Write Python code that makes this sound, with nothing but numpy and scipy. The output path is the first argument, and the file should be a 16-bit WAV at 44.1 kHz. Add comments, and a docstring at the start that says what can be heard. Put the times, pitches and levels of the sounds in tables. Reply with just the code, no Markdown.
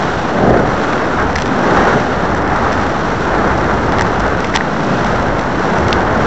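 """Air tears past the microphone port of a small camera on a model rocket spinning high up.
Its eddies make low buffeting, a drone, a broad roar, a howl in the port's cavity and hiss;
an edge sheds one faint whistle. The plastic case ticks, crackles and knocks in the airstream;
the loudest knocks and crackles clip briefly."""
import sys
import numpy as np
from scipy import signal
from scipy.fft import rfft, irfft
from scipy.io import wavfile
from scipy.ndimage import uniform_filter1d

SR = 44100
rng = np.random.default_rng(int(sys.argv[2]) if len(sys.argv) > 2 else 0)


def pcm_store(signal):
    """Save signal as 16-bit PCM."""
    levels = np.round(np.clip(np.atleast_2d(signal), -1, 1) * 32767)
    wavfile.write(sys.argv[1], SR, levels.astype(np.int16).T)


N = 276066
TIME_S = np.arange(N) / SR


def from_db(db):
    """Decibels to gain."""
    return 10 ** (np.asarray(db) / 20)


def rms(x):
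    """Root mean square."""
    return np.sqrt(np.mean(x ** 2) + 1e-20)


def in_time(rows):
    """Interpolate each column after the first (seconds) to every sample."""
    times_s, *columns = np.transpose(rows)
    return [np.interp(TIME_S, times_s, column) for column in columns]


def drift(rate_hz):
    """Smooth random wander, rms 1, rolled off above rate_hz."""
    hz = np.fft.rfftfreq(N, 1 / SR)
    slow = irfft(rfft(rng.standard_normal(N)) / (1 + (hz / rate_hz) ** 2), N)
    return slow / rms(slow)


def eddies(low_hz, high_hz, steadiness):
    """One size range of eddies, coloured by the port; rms 1. Steadiness (0 to 1) evens out swells."""
    # Airstream spectrum. Each row: frequency in Hz, relative density in dB.
    air_spectrum = [(12, -38), (22, -11.5), (48, -2), (122, -2.5), (156, -2.5), (196, -1), (366, -3.5),
                    (605, -5), (758, -4), (1490, -6.5), (2400, -19), (4170, -26), (4730, -30), (5920, -33),
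                    (7420, -41.5), (8000, -50.5), (10400, -83), (17600, -120)]
    # Port and cavity resonances. Each row: centre in Hz, width in Hz, lift in dB.
    port_modes = [(192, 49, 0.5), (435, 240, 0.5), (832, 84, 2), (1470, 490, 1), (2315, 170, -2.5),
                  (4750, 600, 0), (5720, 710, 4), (7640, 1800, 6)]
    hz = np.fft.rfftfreq(N, 1 / SR) + 1e-3
    points_hz, points_db = np.transpose(air_spectrum)
    air_db = np.interp(np.log(hz), np.log(points_hz), points_db)
    port_db = sum(lift_db / (1 + (2 * (hz - centre_hz) / width_hz) ** 2)
                  for centre_hz, width_hz, lift_db in port_modes)
    band = 1 / np.sqrt((1 + (low_hz / hz) ** 24) * (1 + (hz / high_hz) ** 24))
    noise = irfft(rfft(rng.standard_normal(N)) * from_db(air_db + port_db) * band, N)
    power = uniform_filter1d(uniform_filter1d(noise ** 2, size=3200), size=2000)
    noise /= np.sqrt(power + 1e-20) ** steadiness
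    return noise / rms(noise)


def gust_db(band_hz, reach_octaves=1.4):
    """Each gust swells and fades, lifting most the eddies near its own pitch."""
    # Each row: peak time in seconds, half length in seconds, lift in dB, pitch in Hz.
    gusts = [(0.504, .13, 12.5, 302), (1.21, 0.023, 5, 1290), (1.534, 0.091, 5.5, 130),
             (1.8, 0.15, 4.4, 810), (1.97, 0.023, 4.5, 245), (2.63, 0.17, 3, 1400),
             (3.708, 0.024, 3.5, 1100), (3.98, 0.06, 2.5, 1070), (4.27, .026, 4, 540), (4.89, 0.2, 5, 115)]
    octave = np.mean(np.log2(band_hz))
    total_db = np.zeros(N)
    for peak_s, half_s, lift_db, pitch_hz in gusts:
        nearness = np.exp(-((octave - np.log2(pitch_hz)) / reach_octaves) ** 2)
        total_db += lift_db * nearness * np.exp(-((TIME_S - peak_s) / half_s) ** 2)
    return total_db


def airstream():
    """Huge eddies buffet; drone, roar and howl follow flow and gusts; the finest hiss in quick spurts."""
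    # Flow at the port as the rocket turns, buffeting and hiss.
    # Each row: time in seconds, relative level in dB.
    flow_curve = [(0.0, -0.99), (0.22, -2), (0.9, 0.2), (1.28, -0.34), (1.4, -3.5), (1.7, 1.6), (1.94, 1.6),
                  (2.0, -0.26), (3.22, -1.3), (3.38, 2), (3.76, -0.4), (4.38, -0.7), (4.48, -3), (5.3, 0.4),
                  (5.52, -2.5), (5.6, 0.08), (5.86, 1), (6.26, 1.6)]
    buffet_curve = [(0.0, -32.35), (0.16, -25), (0.28, -33.11), (0.52, -20.5), (1.02, -33), (1.24, -18),
                    (1.62, -33.5), (1.8, -22), (2.0, -31), (2.26, -23.32), (2.92, -25), (3.02, -29.5),
                    (3.46, -21.84), (4.14, -23), (4.24, -18.5), (4.4, -24.5), (4.84, -33.44), (5.32, -18),
                    (5.42, -26.5), (5.72, -28.5), (5.86, -20.19), (6.26, -21.5)]
    hiss_curve = [(0.0, -31), (0.64, -35), (0.82, -31.5), (1.34, -35), (1.82, -29), (2.44, -36.64),
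                  (2.6, -33), (3.32, -33.5), (4.68, -34.5), (4.96, -31.5), (5.42, -35.5), (5.7, -32),
                  (6.14, -34.5), (6.26, -30)]
    # Band edges between eddy sizes, in Hz.
    edges_hz = (18, 110, 300, 750, 2300, 12000)
    huge, large, middle, small, fine = zip(edges_hz, edges_hz[1:])
    (flow_db,), (buffet_db,), (hiss_db,) = map(in_time, (flow_curve, buffet_curve, hiss_curve))
    spurts = drift(rate_hz=61)
    buffet = from_db(buffet_db - 0.4) * eddies(*huge, steadiness=0.18)
    drone = from_db(-20.5 + 0.92 * flow_db + gust_db(large)) * eddies(*large, steadiness=0.17)
    roar = from_db(-18.5 + 1.13 * flow_db + gust_db(middle)) * eddies(*middle, steadiness=0.37)
    howl = from_db(-18.5 + flow_db + gust_db(small) + 1.2 * spurts) * eddies(*small, steadiness=0.3)
    hiss = from_db(hiss_db - 0.42 + 0.91 * spurts) * eddies(*fine, steadiness=1.0)
    return buffet + drone + roar + howl + hiss


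def resonate(x, hz, width_hz):
    """Two-pole resonance, peak gain 1."""
    radius = np.exp(-np.pi * width_hz / SR)
    forward = np.array([1, 0, -1]) * (1 - radius ** 2) / 2
    feedback = [1, -2 * radius * np.cos(2 * np.pi * hz / SR), radius ** 2]
    return signal.lfilter(forward, feedback, x + 1e-18)


def case_ring(force):
    """The plastic case rings briefly in all its modes, alternating in sign."""
    # Each row: frequency in Hz, width in Hz, gain in dB.
    case_modes = [(880, 170, 7.5), (1887, 345, 7), (2800, 390, -0.5), (3400, 430, -1), (4220, 290, -2.5),
                  (5030, 770, -5), (6010, 500, -4), (7360, 450, -11.5)]
    return sum((-1) ** k * from_db(db) * resonate(force, hz, width_hz)
               for k, (hz, width_hz, db) in enumerate(case_modes))


def ticks(per_s, force_db, spread_db):
    """The shaking case ticks faintly at random."""
    hits = rng.random(N) < per_s / SR
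    forces = from_db(force_db - spread_db * np.clip(rng.standard_normal(N), -2, 2))
    return case_ring(hits * forces * rng.choice([-1, 1], N))


def slips(creep_db=-31, spread_db=0.5, scatter_s=0.014):
    """The case slips against its mount; it creeps faintly once just before or after each loud slip."""
    # Each row: time in seconds, relative treble level in dB, length in seconds, hardness in dB of lift.
    loud_slips = [(0.933, -23, 0.0024, -13), (1.357, -20.5, 0.0026, 4), (1.384, -22, .0026, -2),
                  (1.3884, -22.5, .003, -5), (1.4, -26, .002, -2), (1.4214, -18, 0.0026, 2),
                  (1.459, -24, 0.0031, -7), (2.367, -35, .003, 10), (2.73, -27, .0066, 0),
                  (3.922, -21, 0.0018, -6), (3.986, -23, .004, -9), (3.995, -26, .0035, -2),
                  (4.0105, -19, .003, 6), (4.021, -24.5, 0.0047, 2), (4.205, -31, 0.0072, 3),
                  (4.28, -26, .0017, 0), (4.406, -26, 0.003, 3), (4.4455, -25, 0.005, -3),
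                  (4.554, -19.5, 0.01, -2), (4.5616, -14.5, 0.0035, 7), (4.572, -18, .0045, -8),
                  (5.047, -26, 0.0037, 2), (5.392, -28.5, .005, -6), (5.785, -24.5, .002, 3),
                  (5.884, -24, .004, 3), (5.9302, -23, 0.002, 2), (6.0069, -28, .004, -10)]
    draws = rng.standard_normal((len(loud_slips), 2))
    creeps = [(time_s + scatter_s * lag, creep_db - spread_db * drop, length_s, hardness_db)
              for (time_s, _, length_s, hardness_db), (lag, drop) in zip(loud_slips, draws)]
    return loud_slips + creeps


def crackles(gain_db, hard_above_hz):
    """Each slip is a few milliseconds of tiny catches that ring the case; hard slips are brighter."""
    out, size = np.zeros(N), 1024
    t = (np.arange(size) - size // 2) / SR
    hz = np.fft.rfftfreq(size, 1 / SR)
    highpass = signal.butter(4, 2300, "high", fs=SR, output="sos")
    shelf = hz ** 8 / (hz ** 8 + hard_above_hz ** 8)
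    steepness = np.where(t < 0, 1.3, 1.8)   # grip builds, then lets go faster
    for time_s, treble_db, length_s, hardness_db in slips():
        grip = np.exp(-(steepness * t / length_s) ** 2)
        catches = rfft(rng.standard_normal(size) * grip)
        catches /= np.abs(catches) + 1e-9   # flat spectrum: all modes pushed about equally
        slip = case_ring(grip * irfft(catches * from_db(hardness_db * shelf), size))
        treble_power = np.sum(signal.sosfilt(highpass, slip) ** 2) / (length_s * SR)
        start = round(time_s * SR) - size // 2
        out[start:start + size] += from_db(treble_db + gain_db) * slip / np.sqrt(treble_power)
    return out[:N]


def knocks(gain_db, band_ratio):
    """A soft contact rings the lower modes of the case, a firm one snaps in the upper ones."""
    # Each row: start in seconds, relative level in dB, contact pitch in Hz.
    contacts = [(1.36, -7, 1890), (1.361, -10, 5000), (1.4213, -15, 1700), (3.994, -8, 1900),
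                (3.9945, -14, 3460), (4.0103, -6, 1920), (4.02, -3, 880), (4.444, -11.5, 2100),
                (4.5402, -8, 1890), (4.5559, -3.5, 850), (4.56, -3, 3400), (4.6083, -5.5, 1630),
                (5.9274, -2, 2870), (5.9289, -4, 4200)]
    force = np.zeros(N)
    for start_s, level_db, hz in contacts:
        bandpass = signal.butter(2, [hz / band_ratio, hz * band_ratio], "band", fs=SR, output="sos")
        blow = signal.sosfilt(bandpass, signal.unit_impulse(1024))
        start = round(start_s * SR)
        force[start:start + len(blow)] += from_db(level_db + gain_db) * blow
    return case_ring(force)


def whistle(waver_hz):
    """Vortices shed from an edge give an unsteady tone as the rocket turns across the flow."""
    # Each row: time in seconds, pitch in Hz, level in dB.
    edge_tone = [(4.68, 2460, -62), (4.78, 2470, -43), (4.87, 2545, -41), (4.94, 2550, -41),
                 (5.0, 2500, -40), (5.06, 2400, -41), (5.15, 2270, -47), (5.24, 2130, -73)]
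    pitch_hz, level_db = in_time(edge_tone)
    sounding = (TIME_S > edge_tone[0][0]) & (TIME_S < edge_tone[-1][0])
    phase = 2 * np.pi * np.cumsum(pitch_hz + waver_hz * drift(rate_hz=99)) / SR
    return sounding * from_db(level_db) * np.sin(phase)


def scene():
    """Case and airstream, both right at the microphone; mono."""
    rattle = crackles(gain_db=0.2, hard_above_hz=4900)
    rattle += knocks(gain_db=27.5, band_ratio=1.215)
    rattle += ticks(per_s=25, force_db=-2.5, spread_db=1.9)
    return (airstream() + whistle(waver_hz=10) + rattle)[None]


def record(dry):
    """The sound has a slight offset, clipped peaks and no high treble."""
    cutoff_hz, dc_offset = 8100, -0.0396
    lowpass = signal.firwin(241, cutoff_hz, window="blackman", fs=SR)[None]
    narrow = signal.fftconvolve(dry, lowpass, "same")
    clipped = np.clip(narrow + dc_offset, -1, 1)
    return signal.fftconvolve(clipped, lowpass, "same")


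dry = scene()
out = record(dry)
pcm_store(out)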